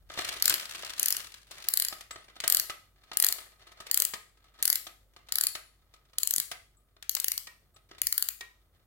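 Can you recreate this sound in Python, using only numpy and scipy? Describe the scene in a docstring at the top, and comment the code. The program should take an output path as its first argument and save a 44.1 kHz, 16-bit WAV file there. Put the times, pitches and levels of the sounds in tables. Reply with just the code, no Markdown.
"""The mainspring of a hand-held wooden clock is wound with a brass key, in eleven short twists, close to a phone.
In each twist the pawl snaps over five to eight ratchet teeth, made of short noise bursts with a tiny bounce.
Then the wheel settles back and knocks the wooden frame, whose resonances colour the blow.
Slack coils scrape at first and fingers rub on frame and key, as grains of noise; key and spring ring as fading sines.
The quiet room answers with echoes made of fading noise, over faint air noise and a low mains hum."""
import sys
import numpy as np
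from scipy import signal
from scipy.fft import rfft, irfft
from scipy.io import wavfile

SR = 44100
rng = np.random.default_rng(int(sys.argv[2]) if len(sys.argv) > 2 else 0)


def persist_wave(psi):
    """Save psi, clipped to +-1, as 16-bit WAV."""
    counts = np.round(np.clip(psi, -1, 1) * 32767).astype(np.int16)
    wavfile.write(sys.argv[1], SR, np.atleast_2d(counts).T)


N = 390726
TIME = np.arange(N) / SR
TOP_HZ = 15900  # the phone hears nothing much above this


def undb(db):
    """Decibels to gain."""
    return 10 ** (np.asarray(db) / 20)


def unit(x):
    """Scale to an average power of one, summed over the last axis."""
    return x / np.sqrt(np.mean(np.sum(x ** 2, axis=-1)))


def curve(rows):
    """Gain over time from rows of seconds and dB."""
    return undb(np.interp(TIME, *np.transpose(rows)))


def response(points, size=4096):
    """Impulse response with the given spectrum (Hz, dB), its energy as early as possible (minimum phase)."""
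    hz, db = np.transpose(points)
    grid = np.maximum(np.fft.rfftfreq(size, 1 / SR), 1)
    log_gain = np.log(undb(np.interp(np.log(grid), np.log(hz), db)))
    # folding the cepstrum's second half onto its first makes the response causal
    cepstrum = irfft(log_gain)
    cepstrum[1:size // 2] *= 2
    cepstrum[size // 2 + 1:] = 0
    return irfft(np.exp(rfft(cepstrum)))


def through(x, h):
    """Pass a sound through a response, one or two channels each."""
    return signal.oaconvolve(np.atleast_2d(x), np.atleast_2d(h), axes=1)[:, :x.shape[-1]]


def add(track, s, sound):
    """Mix a sound into a track at time s."""
    i = max(int(s * SR), 0)
    track[:, i:i + sound.shape[-1]] += sound[..., :N - i]


def fade(t, t60):
    """Exponential decay of 60 dB in t60 seconds."""
    return undb(-60 * t / t60)


def stroke(start, end, edge_s=.025):
    """A gesture that swells in and dies away between two times."""
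    return np.clip(np.minimum(TIME - start, end - TIME) / edge_s + .5, 0, 1)


def walk(rate):
    """Random wander along straight lines between new random values, rate per second."""
    return np.interp(TIME * rate, np.arange(1024), rng.standard_normal(1024))


def tightened(first_and_last, s):
    """A value that moves evenly from the slack spring to the wound one."""
    return np.interp(s, [0, TIME[-1]], first_and_last)


def port_noise(size, likeness):
    """Noise for the left and right port, with a share in common."""
    noise = rng.standard_normal((3, size))
    share = np.clip(likeness, 0, 1)
    return np.sqrt(share) * noise[0] + np.sqrt(1 - share) * noise[1:]


def ring(modes, size=22050):
    """Fading sines from rows of Hz, dB and t60 in seconds, with a different phase at each port."""
    t = np.arange(size) / SR
    out = np.zeros((2, size))
    for hz, db, t60 in modes:
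        phase = rng.normal(0, 1.0, (2, 1))
        out += undb(db) * fade(t, t60) * np.sin(2 * np.pi * hz * t + phase)
    return out


def grains(per_s, spread_db, likeness, slip_s=0.0033):
    """Stick-slip: short crunches at random moments, a few much larger than the rest."""
    happens = rng.random(N) < per_s / SR
    sizes = undb(spread_db * np.minimum(rng.exponential(size=N), 3)) * happens
    # the power of each crunch dies away over slip_s
    power = signal.lfilter([1], [1, -np.exp(-1 / (slip_s * SR))], sizes ** 2 + 1e-12)
    return np.sqrt(power / power.mean()) * port_noise(N, likeness)


# Colour of the quiet room's air.
# Each row: frequency in Hz, relative level in dB.
AIR_COLOUR = [(25, -7.5), (60, -2), (90, 2.5), (200, -12), (660, -15.5), (1000, -23.5), (1280, -19),
              (1600, -27), (2700, -38.5), (7500, -32.5), (16000, -26.5)]


def room_air(level_db=-70, waver_db=1):
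    """Faint, gently wavering noise of the room's air."""
    air = through(port_noise(N, 0.82), unit(response(AIR_COLOUR)))
    return air * undb(level_db + waver_db * walk(3))


def mains_hum(hz=49.3, level_db=-70):
    """A low mains hum: one sine whose pitch and level waver."""
    hum = np.sqrt(2) * np.sin(2 * np.pi * hz * TIME + 0.27 * walk(4))
    return hum * undb(level_db + 1.5 * walk(8.7))


# Dull handling rumble that comes through the desk.
# Each row: start in seconds, end in seconds, level in dB, centre frequency in Hz.
HANDLING_RUMBLES = [(0, 0.544, -63, 53), (6.37, 6.407, -56, 138), (8.01, 8.09, -60.5, 70)]


def rumble():
    """Low, soft noise around one pitch as the hands shift their hold."""
    noise = port_noise(N, 0.68)
    out = np.zeros((2, N))
    for start, end, db, hz in HANDLING_RUMBLES:
        hump = unit(response([(hz / 4, -20), (hz, 0), (2 * hz, -9), (8 * hz, -50)]))
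        out += undb(db) * stroke(start, end) * through(noise, hump)
    return out


def background():
    """Room air, mains hum and handling rumble together."""
    return room_air() + mains_hum() + rumble()


def echoes(low_t60=0.31, mid_t60=0.38, high_t60=.42, top_t60=0.29,
           wall_s=.0148, desk_db=-5, wall_db=3, size=24000):
    """Weak scatter from the desk, a first wall echo, then a tail of noise whose top treble dies first."""
    t, hz = np.arange(size) / SR, np.fft.rfftfreq(size, 1 / SR)
    noise = rfft(rng.standard_normal((2, size)))
    t60s = (low_t60, mid_t60, high_t60, top_t60)
    tail = np.zeros((2, size))
    # four overlapping bands, each with its own decay
    for band, t60 in zip(np.eye(len(t60s)), t60s):
        tail += irfft(noise * np.interp(hz, [500, 3500, 9000, 15000], band)) * fade(t, t60)
    scatter = undb(desk_db) * (t > .003)
    after_wall = undb(wall_db * np.exp(-abs(t - wall_s) / 0.0036))
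    return unit(tail * np.where(t < wall_s, scatter, after_wall))


# Colour of the room's echo.
# Each row: frequency in Hz, relative level in dB.
ECHO_COLOUR = [(60, -13.5), (400, 2), (1300, -0.5), (2400, -0.5), (3600, -6), (5000, -7.5), (8000, -8.5),
               (13000, -7.5), (16000, -4)]


def room(x, count=4):
    """The clock sways in the hand, so its sound keeps passing from one echo pattern to the next."""
    place = TIME * 33  # patterns passed, 33 a second, going round and round
    out = np.zeros((2, N))
    for k in range(count):
        share = np.sqrt(np.maximum(1 - abs((place - k) % count - 1), 0))
        out += through(x * share, echoes())
    return through(out, response(ECHO_COLOUR))


# How much the phone's left port favours diffuse sound.
# Each row: frequency in Hz, left minus right in dB.
PORT_BALANCE = [(60, 4), (200, 3.5), (700, 2.5), (1290, -1), (2400, -2), (4400, 4.5), (8100, 10.5),
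                (11000, 5), (15000, 8)]


def ports(x):
    """The left port faces the clock and hears more treble."""
    sides = [response([(hz, side * db / 2) for hz, db in PORT_BALANCE]) for side in (1, -1)]
    return through(x, np.array(sides))


def from_left(x, count=4):
    """Direct sound reaches the right port a few samples later."""
    return np.array([x[0], np.pad(x[1], (count, 0))[:N]])


def ring_at(taps, modes):
    """Ring the modes at each tap, given as seconds and dB."""
    out = np.zeros((2, N))
    for s, db in taps:
        add(out, s, undb(db) * ring(modes))
    return out


# The brass key is flicked as the fingers let go.
# Each row: time in seconds, relative level in dB.
KEY_FLICKS = [(2.11, -55), (6.77, -76), (7.745, -74)]
# Tones of the brass key.
# Each row: frequency in Hz, relative level in dB, time to fade by 60 dB in seconds.
KEY_TONES = [(1210, 2, 0.43), (3747, -8, .35), (6858, -19, 0.23), (7698, 13, 0.078), (9500, -2, 0.5),
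             (9440, -6.5, 0.36)]


def brass_key():
    """The key rings on after a flick, as a set of fading sines."""
    return ring_at(KEY_FLICKS, KEY_TONES)


# The tight spring twangs as its load falls on the pawl.
# Each row: time in seconds, relative level in dB.
SPRING_TWANGS = [(6.517, -51.5), (7.474, -51), (8.411, -43.5)]
# Tones of the spring.
# Each row: frequency in Hz, relative level in dB, time to fade by 60 dB in seconds.
SPRING_TONES = [(997, -10, 0.2), (1390, -18, 0.19), (1873, 4, 0.1), (2300, 0, 0.11), (2988, -25, 0.23)]


def spring():
    """The spring twangs on, as a set of fading sines."""
    return ring_at(SPRING_TWANGS, SPRING_TONES)


# Colour of a thud in the wood.
# Each row: frequency in Hz, relative level in dB.
WOOD_COLOUR = [(40, -30), (200, -21), (330, -2), (500, -11), (700, -2), (1000, -18), (1350, 0), (2400, -2),
               (4500, -2.5), (8000, -17.5), (16000, -25.5)]
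# Resonances of the wooden frame.
# Each row: frequency in Hz, width in Hz, relative level in dB.
FRAME_RESONANCES = [(337, 70, -9), (690, 110, -5), (1275, 60, 10.5), (1580, 130, -11.5), (2155, 190, 11.5),
                    (2410, 120, 4.5), (3159, 90, -2.5), (3750, 140, 9.5), (4300, 160, 6)]


def frame_response(modes_db=-1):
    """The wooden frame: a broad thud with a few short resonances on top; a wider one fades sooner."""
    tones = [(hz, db, np.log(1000) / np.pi / width) for hz, width, db in FRAME_RESONANCES]
    modes = ring(tones, size=4096)
    return unit(unit(response(WOOD_COLOUR)) + undb(modes_db) * unit(modes))


# Colour of a tick on the steel.
# Each row: frequency in Hz, relative level in dB.
STEEL_COLOUR = [(300, -22.5), (1500, -2.5), (4000, 2), (7000, -5.5), (9500, -7.5), (16000, -14.5)]


def steel_response():
    """The bright colour of contact on the steel."""
    return unit(response(STEEL_COLOUR))


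def arbor_pressure(lead_s=.025, hold_s=.02, t60=.5):
    """The arbor bears on the frame from just before the first tooth and eases off after the last."""
    pressure = np.zeros(N)
    for twist in TWIST_ROWS:
        times, rub_db = tooth_times(twist), twist[9]
        release = fade(np.maximum(TIME - times[-1] - hold_s, 0), t60)
        pressure += undb(rub_db) * stroke(times[0] - lead_s, TIME[-1]) * release
    return pressure


# The fingers take a new hold and rub until the next twist begins.
# Each row: start in seconds, relative level in dB.
NEW_HOLDS = [(0.1, -48), (0.68, -68), (1.51, -59), (2.12, -63), (2.95, -68), (3.6, -61), (4.36, -72),
             (4.55, -65), (5.08, -80), (5.95, -84), (7.9, -58)]


def finger_pressure(hold_db=-77):
    """The fingers slide on the key before each twist; the holding hand never keeps quite still."""
    pressure = undb(hold_db)
    for start, db in NEW_HOLDS:
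        next_twist = min(twist[0] for twist in TWIST_ROWS if twist[0] > start)
        pressure = pressure + undb(db) * stroke(start, next_twist)
    return pressure


# Slack coils slide over each other until the spring draws tight.
# Each row: time in seconds, relative level in dB.
COIL_SLIDES = [(0.07, -90), (0.11, -54), (0.2, -40), (0.41, -49), (0.5, -39), (0.7, -46), (1.1, -45.5),
               (1.35, -54), (1.45, -72), (1.54, -51), (1.95, -57), (2.2, -100)]


def friction(frame, rub_db=-4, coil_db=-3.5, rub_steel_db=-12, coil_wood_db=-6):
    """Rubbing creaks through the wood in uneven slips; the coils scrape with a brighter, steely grain."""
    rub = grains(per_s=450, spread_db=4, likeness=.6) * undb(4 * walk(40))
    rub = rub * (arbor_pressure() + finger_pressure()) * undb(rub_db)
    scrape = grains(per_s=400, spread_db=5, likeness=.4, slip_s=.002) * undb(4.5 * walk(60))
    scrape = scrape * curve(COIL_SLIDES) * undb(coil_db)
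    in_wood = rub + undb(coil_wood_db) * scrape
    in_steel = scrape + undb(rub_steel_db) * rub
    return through(in_wood, frame) + through(in_steel, steel_response())


def small_ticks(pressure, per_s, above_db, treble_db, scatter_db=3, faintest_db=-75):
    """A sliding contact catches and lets go, as strong as it is pressed: (seconds, dB, treble dB)."""
    # one random moment in each equal slot of time
    slots = np.arange(0, TIME[-1] - 1 / per_s, 1 / per_s)
    chance = rng.random((len(slots), 2))
    times = slots + chance[:, 0] / per_s
    levels = 20 * np.log10(np.interp(times, TIME, pressure) + 1e-9)
    ticks = []
    for s, db, luck in zip(times, levels, chance[:, 1]):
        if db > faintest_db:
            ticks.append((s, db + above_db + scatter_db * (2 * luck - 1), treble_db))
    return ticks


def settling_knocks(treble_db=(-3, 7)):
    """The wheel settles back after each twist, with a harder, brighter contact as the spring tightens."""
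    return [(s, db, tightened(treble_db, s)) for *_, s, db in TWIST_ROWS]


# The hand bumps key and frame.
# Each row: time in seconds, relative level in dB, relative treble (steel against wood) in dB.
HAND_BUMPS = [(0.099, -30.5, -20), (0.175, -24, -15), (0.189, -17.5, -15), (0.207, -31.5, 5),
              (0.364, -35, 4), (0.506, -33, 16), (0.832, -27, -20), (1.51, -37, 7), (2.008, -39.5, 9.5),
              (2.108, -29, -1), (2.158, -31.5, -20), (2.282, -41, -20), (2.364, -37.5, -13),
              (2.402, -40, 19), (2.438, -18, -4.5), (3.115, -28, -20), (3.132, -34, 3), (3.238, -31, 16),
              (3.802, -32, -1), (3.866, -35, 4), (5.163, -38.5, -7), (5.286, -43, 7), (5.938, -46, 2),
              (6.132, -46.5, -3), (6.965, -48.5, -20), (7.025, -54, 25), (7.167, -44, 24),
              (7.762, -45.5, 0), (7.912, -36, -20)]


def blows():
    """Everything that strikes the frame: hand, settling wheel, catching coils and fingers."""
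    coils = small_ticks(curve(COIL_SLIDES), per_s=24, above_db=0, treble_db=19)
    fingers = small_ticks(finger_pressure(), per_s=14, above_db=15, treble_db=1)
    return HAND_BUMPS + settling_knocks() + coils + fingers


def knocks(frame, push_t60=0.026, soft_t60=0.06, hard_t60=0.02, wood_db=15, tick_db=13,
           rebound=0.37, size=2000):
    """Each blow strikes and rebounds milliseconds later; a harder contact has a shorter steel tick."""
    wood, steel = np.zeros((2, N)), np.zeros((2, N))
    t = np.arange(size) / SR
    attack = np.minimum(t / 0.00079, 1)
    for s, db, treble_db in blows():
        late = t - rng.uniform(.002, .005)  # time since the rebound

        def strike(t60):
            return attack * fade(t, t60) + rebound * (late > 0) * fade(abs(late), t60)

        push = strike(push_t60)
        tick = strike(np.interp(treble_db, [0, 15], [soft_t60, hard_t60]))
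        add(wood, s, undb(db + wood_db) * unit(push * port_noise(size, .8)))
        add(steel, s, undb(db + treble_db + tick_db) * unit(tick * port_noise(size, 0.19)))
    return through(wood, frame) + through(steel, steel_response())


# The twists of the key.
# Each row: start in seconds, number of teeth, first gap between teeth in seconds, gap near the end in seconds,
# mid-twist bend of the gaps in seconds, gap before the last tooth in seconds, relative click level in dB,
# place of greatest effort from 0 (first tooth) to 1 (last), relative body (below about 7 kHz) in dB,
# relative arbor rubbing in dB, time the wheel settles back in seconds, relative settling knock in dB.
TWIST_ROWS = [(0.4233, 5, .0326, .0178, -.0021, .0432, -15.5, .44, .5, -53, .683, -54),
              (0.9957, 7, .0337, .0195, -.0018, .0425, -17.7, .3, -2.7, -64, 1.201, -37),
              (1.6859, 7, .0514, .0272, -.0135, .0356, -17.6, .22, -3.8, -58, 1.925, -28.5),
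              (2.4776, 6, .022, .0228, .0013, .0277, -14.4, .3, -1.6, -46, 2.697, -23.5),
              (3.1708, 7, .0289, .0209, -.0036, .0381, -15, .3, -3, -48, 3.383, -33),
              (3.9123, 6, .0311, .0205, .003, .0297, -15.3, .45, -2.5, -51, 4.136, -23.5),
              (4.626, 6, .0277, .0269, -.0043, .0284, -15.8, .3, -.5, -55, 4.867, -32.5),
              (5.322, 6, .0336, .0261, -.0028, .0318, -18.3, .6, .3, -55, 5.551, -25.5),
              (6.1837, 8, .0483, .02, -.0022, .0185, -18.9, .48, -1, -66, 6.514, -26),
              (7.094, 7, .0565, .0355, -.0025, .0597, -20, .42, -1.6, -77, 7.47, -37.5),
              (8.0166, 6, .0525, .0454, .0067, .0623, -17.3, .39, -2.6, -75, 8.408, -33.5)]


def tooth_times(twist):
    """The key mostly gathers speed over the teeth; the last usually comes late as the wrist runs out of travel."""
    start, teeth, first_s, late_s, bend_s, stall_s = twist[:6]
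    along = np.linspace(0, 1, round(teeth) - 2)
    gaps = first_s + (late_s - first_s) * along + 4 * bend_s * along * (1 - along)
    return start + np.cumsum([0, *gaps, stall_s])


def clicks_of(twist, droop_range_db=(15, 7), tooth_scatter_db=.6):
    """Seconds, dB and body dB of each tooth: treble rises and falls with the effort while the body holds."""
    times = tooth_times(twist)
    db, effort_at, extra_db = twist[6:9]
    # treble lost a whole twist away from the greatest effort: slack spring, wound spring
    most_droop_db = tightened(droop_range_db, times[0])
    droop_db = most_droop_db * (np.linspace(0, 1, len(times)) - effort_at) ** 2
    scatter_db = tooth_scatter_db * rng.standard_normal((len(times), 2))
    return zip(times, db - droop_db + scatter_db[:, 0], extra_db + droop_db + scatter_db[:, 1])


def snap(t, t60, rise_s=0.00045, bounce=0.16, colour_db=2.5):
    """Spectrum of one drop of the pawl: it lands, bounces about a millisecond later and rattles faintly."""
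    late = t - rng.uniform(.0005, .0013)  # time since the bounce
    later = t - rng.uniform(.004, .014)  # time since the rattle
    shape = np.minimum(t / rise_s, 1) ** 2 * fade(t, t60)
    shape += bounce * (late > 0) * fade(abs(late), .004)
    shape += undb(rng.normal(-27, 5)) * (later > 0) * fade(abs(later), t60)
    spectrum = rfft(shape * port_noise(len(t), .55))
    # the point of contact favours some of the dense modes and misses others
    spots = np.linspace(0, 31, spectrum.shape[1])
    favour = np.interp(spots, np.arange(32), rng.standard_normal(32))
    return spectrum * undb(colour_db * favour)


# Each twist tilts the clock anew and turns another resonance of the ratchet wheel to the phone.
# Each row: start in seconds, frequency in Hz, boost in dB.
CLOCK_TILTS = [(0, 4500, 3.5), (0.9, 6040, 6.5), (1.6, 4160, 3), (2.3, 4140, 0.5), (3.0, 12700, -0.5),
               (3.8, 7340, 2), (4.5, 4420, -1.5), (5.2, 10800, 3), (6.0, 7040, 5), (7.0, 6200, 9),
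               (7.9, 6900, 5)]


def tilt_boost(hz, s, width_hz=900):
    """Boost in dB around the wheel resonance that faces the phone at time s."""
    _, tilt_hz, boost_db = [row for row in CLOCK_TILTS if row[0] <= s][-1]
    return boost_db * np.exp(-((hz - tilt_hz) / width_hz) ** 2)


# Colour of the pawl's snap.
# Each row: frequency in Hz, relative left level in dB, relative right level in dB.
PAWL_COLOUR = [(100, -27.5, -32.5), (696, -31, -32), (1432, -17, -17.5), (1890, -15, -9), (2700, -18, -19),
               (2950, -9, -13), (3580, -14, -13.5), (4400, -5, -1), (5900, -10.5, -11.5), (7300, -2, -16),
               (8260, -6, -13), (11380, -2.5, -5), (12500, 0.5, -6), (15300, -6, -9.5)]


def ratchet(body_db=-1.0, gain_db=23, snap_t60=(.015, .0105), size=1024):
    """The pawl drops off tooth after tooth, drier as the spring tightens, coloured by the clock's tilt."""
    out = np.zeros((2, N))
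    t, hz = np.arange(size) / SR, np.fft.rfftfreq(size, 1 / SR)
    low = np.interp(hz, [6000, 8000], [1, 0])  # share of the body; the rest is treble
    high = 1 - low
    clicks = [click for twist in TWIST_ROWS for click in clicks_of(twist)]
    for s, db, extra_db in clicks:
        spectrum = snap(t, tightened(snap_t60, s))
        # the force of the drop sets the energy of body and treble, whichever modes carry it
        power = np.mean(abs(spectrum) ** 2, axis=0)
        body = np.sqrt(np.average(power, weights=low * (hz > 2500)))
        treble = np.sqrt(np.average(power, weights=high * (hz < TOP_HZ)))
        even = spectrum * (low / body + high / treble)
        shade_db = (extra_db + body_db) * low + tilt_boost(hz, s)
        add(out, s, irfft(even * undb(db + gain_db + shade_db)))
    pawl = np.array(PAWL_COLOUR)
    left, right = response(pawl[:, [0, 1]]), response(pawl[:, [0, 2]])
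    return through(out, unit(np.array([left, right])))


def scene(click_room_db=-6.2, frame_room_db=-4):
    """Ratchet and frame close by, both echoed by the room, over the background."""
    frame = frame_response()
    clicks = ratchet()
    body = knocks(frame) + friction(frame) + brass_key() + spring()
    clicks_mono = clicks.sum(axis=0) / np.sqrt(2)
    echo = room(undb(click_room_db) * clicks_mono + undb(frame_room_db) * body)
    return from_left(clicks + ports(body)) + ports(echo) + background()


def record(dry):
    """The phone cuts the top of the treble with a steep low-pass filter."""
    return signal.sosfilt(signal.ellip(8, .2, 70, TOP_HZ, fs=SR, output="sos"), dry)


dry = scene()
out = record(dry)
persist_wave(out)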